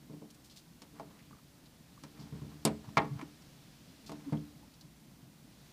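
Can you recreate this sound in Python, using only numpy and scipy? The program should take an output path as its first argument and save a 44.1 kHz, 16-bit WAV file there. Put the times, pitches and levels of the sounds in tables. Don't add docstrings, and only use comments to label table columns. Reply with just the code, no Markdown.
import sys
import numpy as np
from scipy import signal
from scipy.fft import rfft, irfft
from scipy.io import wavfile
from scipy.ndimage import uniform_filter1d

SR = 44100
rng = np.random.default_rng(int(sys.argv[2]) if len(sys.argv) > 2 else 0)


def file_out(sig):
    cols = np.atleast_2d(sig).T
    lim = np.clip(cols, -1, 1)
    pcm = np.round(lim * 32767).astype(np.int16)
    wavfile.write(sys.argv[1], SR, pcm)


N = 252252
TIME_S = np.arange(N) / SR
RING_S = np.arange(SR // 2) / SR

# (time [s], thump [dB], clack [dB], clack centre [Hz], tick [dB])
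SASH_KNOCKS = [(0.098, -43.5, -52.5, 258, -71), (0.131, -45, -53.5, 333, -60),
               (0.218, -44, -49.5, 324, -66), (0.819, -60, -59, 3160, -42.5), (0.997, -54, -40, 676, -53),
               (2.036, -49, -48.5, 1450, -43.5), (2.6517, -23.5, -25, 520, -21),
               (2.674, -38, -37, 1400, -36.5), (2.9705, -25.5, -16, 1170, -32),
               (2.978, -47, -21, 2100, -60), (3.000, -32.5, -35, 850, -50), (3.018, -42, -40, 1670, -58),
               (3.044, -40, -40, 990, -60), (3.192, -45.5, -42.5, 1250, -58),
               (3.2127, -63, -43.5, 1600, -47.5), (4.094, -41.5, -46.5, 800, -45),
               (4.118, -47, -44, 800, -44), (4.3235, -24.5, -36, 445, -53), (4.329, -39, -43, 1310, -55)]
# (time [s], level [dB])
HINGE_SLIPS = [(1.307, -43), (2.191, -34.5), (2.324, -30.5), (2.418, -31.5)]
# (time [s], hold [s], shuffle [dB], scuff [dB])
SASH_PUSHES = [(0.941, 0.15, -53.5, -68), (2.16, 0.38, -50.5, -68.5), (2.836, 0.37, -50, -67),
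               (4.052, 0.37, -54.5, -69)]
# (frequency [Hz], level [dB], t60 [s])
SASH_MODES = [(76.5, -4.5, 1), (120, -11, 0.3), (153.7, 0.5, 0.28), (167, -8.5, 0.2), (217.1, -4, 0.41),
              (262, -10, 0.072), (294.2, 0.5, 0.43), (374.5, -8.5, 0.2), (423, -7.5, 0.33),
              (451.8, -2.5, 0.17), (517, -18, 0.29), (646, -5.5, 0.22), (683, -4, 0.14), (822, -6, 0.16),
              (912, -2.5, 0.12), (960, -12, 0.17), (1071, 2.5, 0.043), (1123, -7, 0.074), (1195, -14, 0.08),
              (1250, -11, 0.11), (1330, -10, 0.086), (1684, -13, 0.12), (1874, -14.5, 0.13),
              (2093, -7, 0.075), (2278, -0.5, 0.034), (2300, -3.5, 0.06), (2407, -6.5, 0.06)]
# (frequency [Hz], spectral density [dB], t60 [s])
WOOD_BANDS = [(50, 5, 0.74), (98, -16, 0.5), (170, -2.5, 0.24), (393, -2, 0.25), (610, -3.5, 0.17),
              (950, -1.5, 0.14), (1420, -8.5, 0.13), (2320, -12.5, 0.1), (3240, -7, 0.061),
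              (5760, -1, 0.012), (14920, -44, .05)]
# (frequency [Hz], spectral density [dB], t60 [s])
CRACK_BANDS = [(500, 6, 0.17), (1500, -8.5, 0.22), (2970, -8, 0.14), (4900, -0.5, 0.068), (6350, -6, 0.07),
               (7650, -8.5, 0.078), (10000, -14, 0.066), (12810, -20, 0.056), (15600, -26.5, .04)]
# (frequency [Hz], level [dB], t60 [s])
FITTING_MODES = [(4940, -15.5, 0.05), (7870, 4, 0.0065), (9120, -13.5, 0.062), (9600, -16, 0.035),
                 (10630, -14.5, 0.025), (11400, -15, 0.03)]
# (time [s], length [s], pitch [Hz], peak [dB])
SASH_GROANS = [(1.975, 0.0085, 1130, -52.5), (2.878, 0.019, 140, -37.5), (3.103, 0.049, 139, -33),
               (3.153, 0.02, 127, -34.5), (3.224, 0.018, 303, -36), (4.258, 0.05, 276, -36)]
# (time [s], decay [s], level [dB], centre [Hz], half-width [octaves])
RUSTLE_EVENTS = [(0.303, 0.013, -59, 4870, 0.83), (0.345, 0.017, -63.5, 5500, 0.98),
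                 (0.442, 0.037, -61, 5060, 1), (0.497, 0.05, -61, 4200, 0.51),
                 (0.562, 0.037, -55.5, 4350, 0.69), (1.19, 0.021, -61.5, 2040, 0.41),
                 (1.225, 0.079, -69.5, 2900, 0.48), (1.656, 0.018, -63, 3700, 0.46),
                 (2.194, 0.053, -60.5, 4440, 0.49), (2.845, 0.016, -57, 890, 0.22),
                 (3.415, 0.014, -61, 4970, .6), (4.062, 0.037, -55.5, 4440, .6),
                 (4.371, 0.008, -58, 3180, 0.21), (4.61, 0.04, -66, 870, 0.18),
                 (4.738, 0.018, -65, 4440, .4), (4.81, 0.011, -54.5, 4600, 0.33)]
# (frequency [Hz], spectral density [dB])
ROOM_SPECTRUM = [(20, -39), (35, -13.5), (55, 1.5), (95, -4.5), (145, 6.5), (200, 1.5), (290, 0.5),
                 (400, -13), (700, -13.5), (1500, -20.5), (3000, -27), (8000, -24.5), (15000, -26)]
# (time [s], level [dB])
AIR_LEVELS = [(0, -68.5), (1.8, -67.5), (2.2, -64.5), (4.2, -63.5), (4.7, -67), (5.3, -69), (5.7, -63.5)]
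# (frequency [Hz], spectral density [dB])
AIR_SPECTRUM = [(300, 6), (1000, -3.5), (2000, -0.5), (4500, 1), (6000, -2.5), (8000, -8.5), (14000, -17)]


def window(sash_db=-4, wood_db=17, crack_db=-1, ring_db=3, dense_db=-3, radiate_hz=128, point_count=7):
    sash = amp(sash_db) * modes(SASH_MODES)
    points = [(amp(wood_db) * dense_modes(WOOD_BANDS), amp(crack_db) * dense_modes(CRACK_BANDS))
              for _ in range(point_count)]
    bending = sash.sum(axis=0)
    out = drag(bending)
    for k, (time_s, *contact) in enumerate(list(SASH_KNOCKS) + judders()):
        wood, crack = points[k % point_count]
        signs = rng.choice([-1., 1.], len(SASH_MODES))
        struck = amp(ring_db) * signs @ sash + amp(dense_db) * wood
        add(out, time_s, blow(bending + wood, struck, crack, *contact))
    out = cut(out, radiate_hz, "high", order=4)
    add(out, time_s=2.6518, x=clink())
    for time_s, *rub in SASH_GROANS:
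        add(out, time_s, groan(*rub))
    return out


def blow(pushed, struck, crack, thump_db, clack_db, clack_hz, tick_db,
         firm_hz=366, db_per_octave=16, edge_ratio=1.204, snap_db=-1, snap_s=0.0029):
    softness_db = max(thump_db - max(clack_db, tick_db), 0)
    thump = cut(pushed, firm_hz / 2 ** (softness_db / db_per_octave), "low", order=2)
    clack = cut(struck, clack_hz / edge_ratio, "high", order=2)
    clack = cut(clack, clack_hz * edge_ratio, "low", order=2)
    tick = crack * (1 + amp(snap_db) * np.exp(-RING_S / snap_s))
    return amp(thump_db) * thump + amp(clack_db) * clack + amp(tick_db) * tick


def clink(gain_db=-18.5):
    return amp(gain_db) * modes(FITTING_MODES).sum(axis=0)


def judders(rebound_s=0.029, rebound_db=-4, clack_rel_db=-25.5, clack_hz=950, tick_rel_db=-43):
    rebounds = [(time_s + rebound_s, db + rebound_db) for time_s, db in HINGE_SLIPS]
    return [(time_s, db, db + clack_rel_db, clack_hz, db + tick_rel_db)
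            for time_s, db in list(HINGE_SLIPS) + rebounds]


def groan(length_s, pitch_hz, peak_db, jitter=0.041, overtone_db=-33):
    count = int(length_s * SR)
    waver = uniform_filter1d(rng.standard_normal(count), int(SR / pitch_hz))
    phase = 2 * np.pi * np.cumsum(pitch_hz * (1 + jitter * waver / waver.std())) / SR
    swell = np.sin(np.linspace(0, np.pi, count))
    return amp(peak_db) * swell * (np.sin(phase) + amp(overtone_db) * np.sin(2 * phase))


def drag(response, top_hz=297, patchy_db=6, attack_s=0.029, release_s=0.1):
    shuffle = signal.fftconvolve(rng.standard_normal(N), response)[:N]
    shuffle = cut(shuffle, top_hz, "low", order=2)
    scuff = brush(N, centre_hz=926, octaves=0.89) * amp(patchy_db * wander(count=250))
    out = 0
    for time_s, hold_s, shuffle_db, scuff_db in SASH_PUSHES:
        attack = np.clip(1 + (TIME_S - time_s) / attack_s, 0, 1)
        release = np.exp(-np.maximum(TIME_S - time_s - hold_s, 0) / release_s)
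        friction = amp(shuffle_db) * shuffle / shuffle.std() + amp(scuff_db) * scuff
        out = out + attack * release * friction
    return out


def creak(start_s=1.31, gap_s=0.0195, decay_s=0.0065, level_db=-61, centre_hz=1150, octaves=0.22):
    return [(start_s + k * gap_s, decay_s, level_db, centre_hz, octaves) for k in range(5)]


def rustles(events):
    out = np.zeros(N)
    for time_s, decay_s, level_db, centre_hz, octaves in events:
        grains = brush(len(RING_S), centre_hz, octaves)
        add(out, time_s, amp(level_db) * grains * np.exp(-(RING_S / decay_s) ** 2))
    return out


def reverb(x, wet_db=-23, t60_s=0.49, damp_hz=3500, build_s=0.0126):
    tail = rng.standard_normal(len(RING_S)) * fade(t60_s) * (1 - np.exp(-RING_S / build_s))
    tail = cut(tail / np.linalg.norm(tail), damp_hz, "low", order=1)
    return amp(wet_db) * signal.fftconvolve(x, tail)[:N]


def background(room_db=-59, waver_db=1.58, rumble_top_hz=1200):
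    room = amp(room_db) * coloured_noise(ROOM_SPECTRUM)
    rumble = signal.sosfiltfilt(signal.butter(2, rumble_top_hz, fs=SR, output="sos"), room)
    waver = amp(waver_db * wander(count=60))
    air_db = np.interp(TIME_S, *np.transpose(AIR_LEVELS))
    air = amp(air_db) * coloured_noise(AIR_SPECTRUM)
    return room + rumble * (waver - 1) + air


def modes(table):
    return np.array([amp(db) * np.sin(2 * np.pi * hz * RING_S) * fade(t60_s) for hz, db, t60_s in table])


def dense_modes(table):
    spectrum = rfft(rng.standard_normal(len(RING_S)))
    out = 0
    for hz in 50 * 2 ** (np.arange(26) / 3):
        in_band = np.abs(np.log2((bins_hz(RING_S) + 1) / hz)) < 1 / 6
        band = irfft(spectrum * in_band, len(RING_S))
        rise = np.minimum(RING_S * hz, 1)
        out = out + amp(lookup(hz, table)) * band * rise * fade(lookup(hz, table, column=2))
    return out


def brush(count, centre_hz, octaves, grains_per_s=3000, spread_db=3.5):
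    clicks = (rng.random(count) < grains_per_s / SR) * rng.choice([-1, 1], count)
    clicks = clicks * amp(spread_db * rng.standard_normal(count))
    detune = np.log2((bins_hz(clicks) + 1) / centre_hz) / octaves
    grains = irfft(rfft(clicks) / (1 + detune ** 2), count)
    return grains / grains.std()


def coloured_noise(table):
    white = rng.standard_normal(N)
    noise = irfft(rfft(white) * amp(lookup(bins_hz(white), table)), N)
    return noise / noise.std()


def wander(count):
    return np.interp(TIME_S, np.linspace(0, TIME_S[-1], count), rng.standard_normal(count))


def fade(t60_s):
    return np.exp(-np.log(1000) * RING_S / t60_s)


def cut(x, hz, kind, order):
    return signal.sosfilt(signal.butter(order, min(hz, SR / 3), kind, fs=SR, output="sos"), x)


def lookup(hz, table, column=1):
    columns = np.transpose(table)
    return np.interp(np.log(np.maximum(hz, 1)), np.log(columns[0]), columns[column])


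def bins_hz(x):
    return np.arange(len(x) // 2 + 1) * SR / len(x)


def amp(db):
    return 10 ** (np.asarray(db) / 20)


def add(out, time_s, x):
    start = int(time_s * SR)
    out[start:start + len(x)] += x[:len(out) - start]


def scene():
    near = window() + rustles(RUSTLE_EVENTS) + rustles(creak())
    return (near + reverb(near) + background())[None]


def record(dry):
    top_hz = 15400
    return signal.sosfilt(signal.ellip(10, .2, 70, top_hz, fs=SR, output="sos"), dry)


dry = scene()
out = record(dry)
file_out(out)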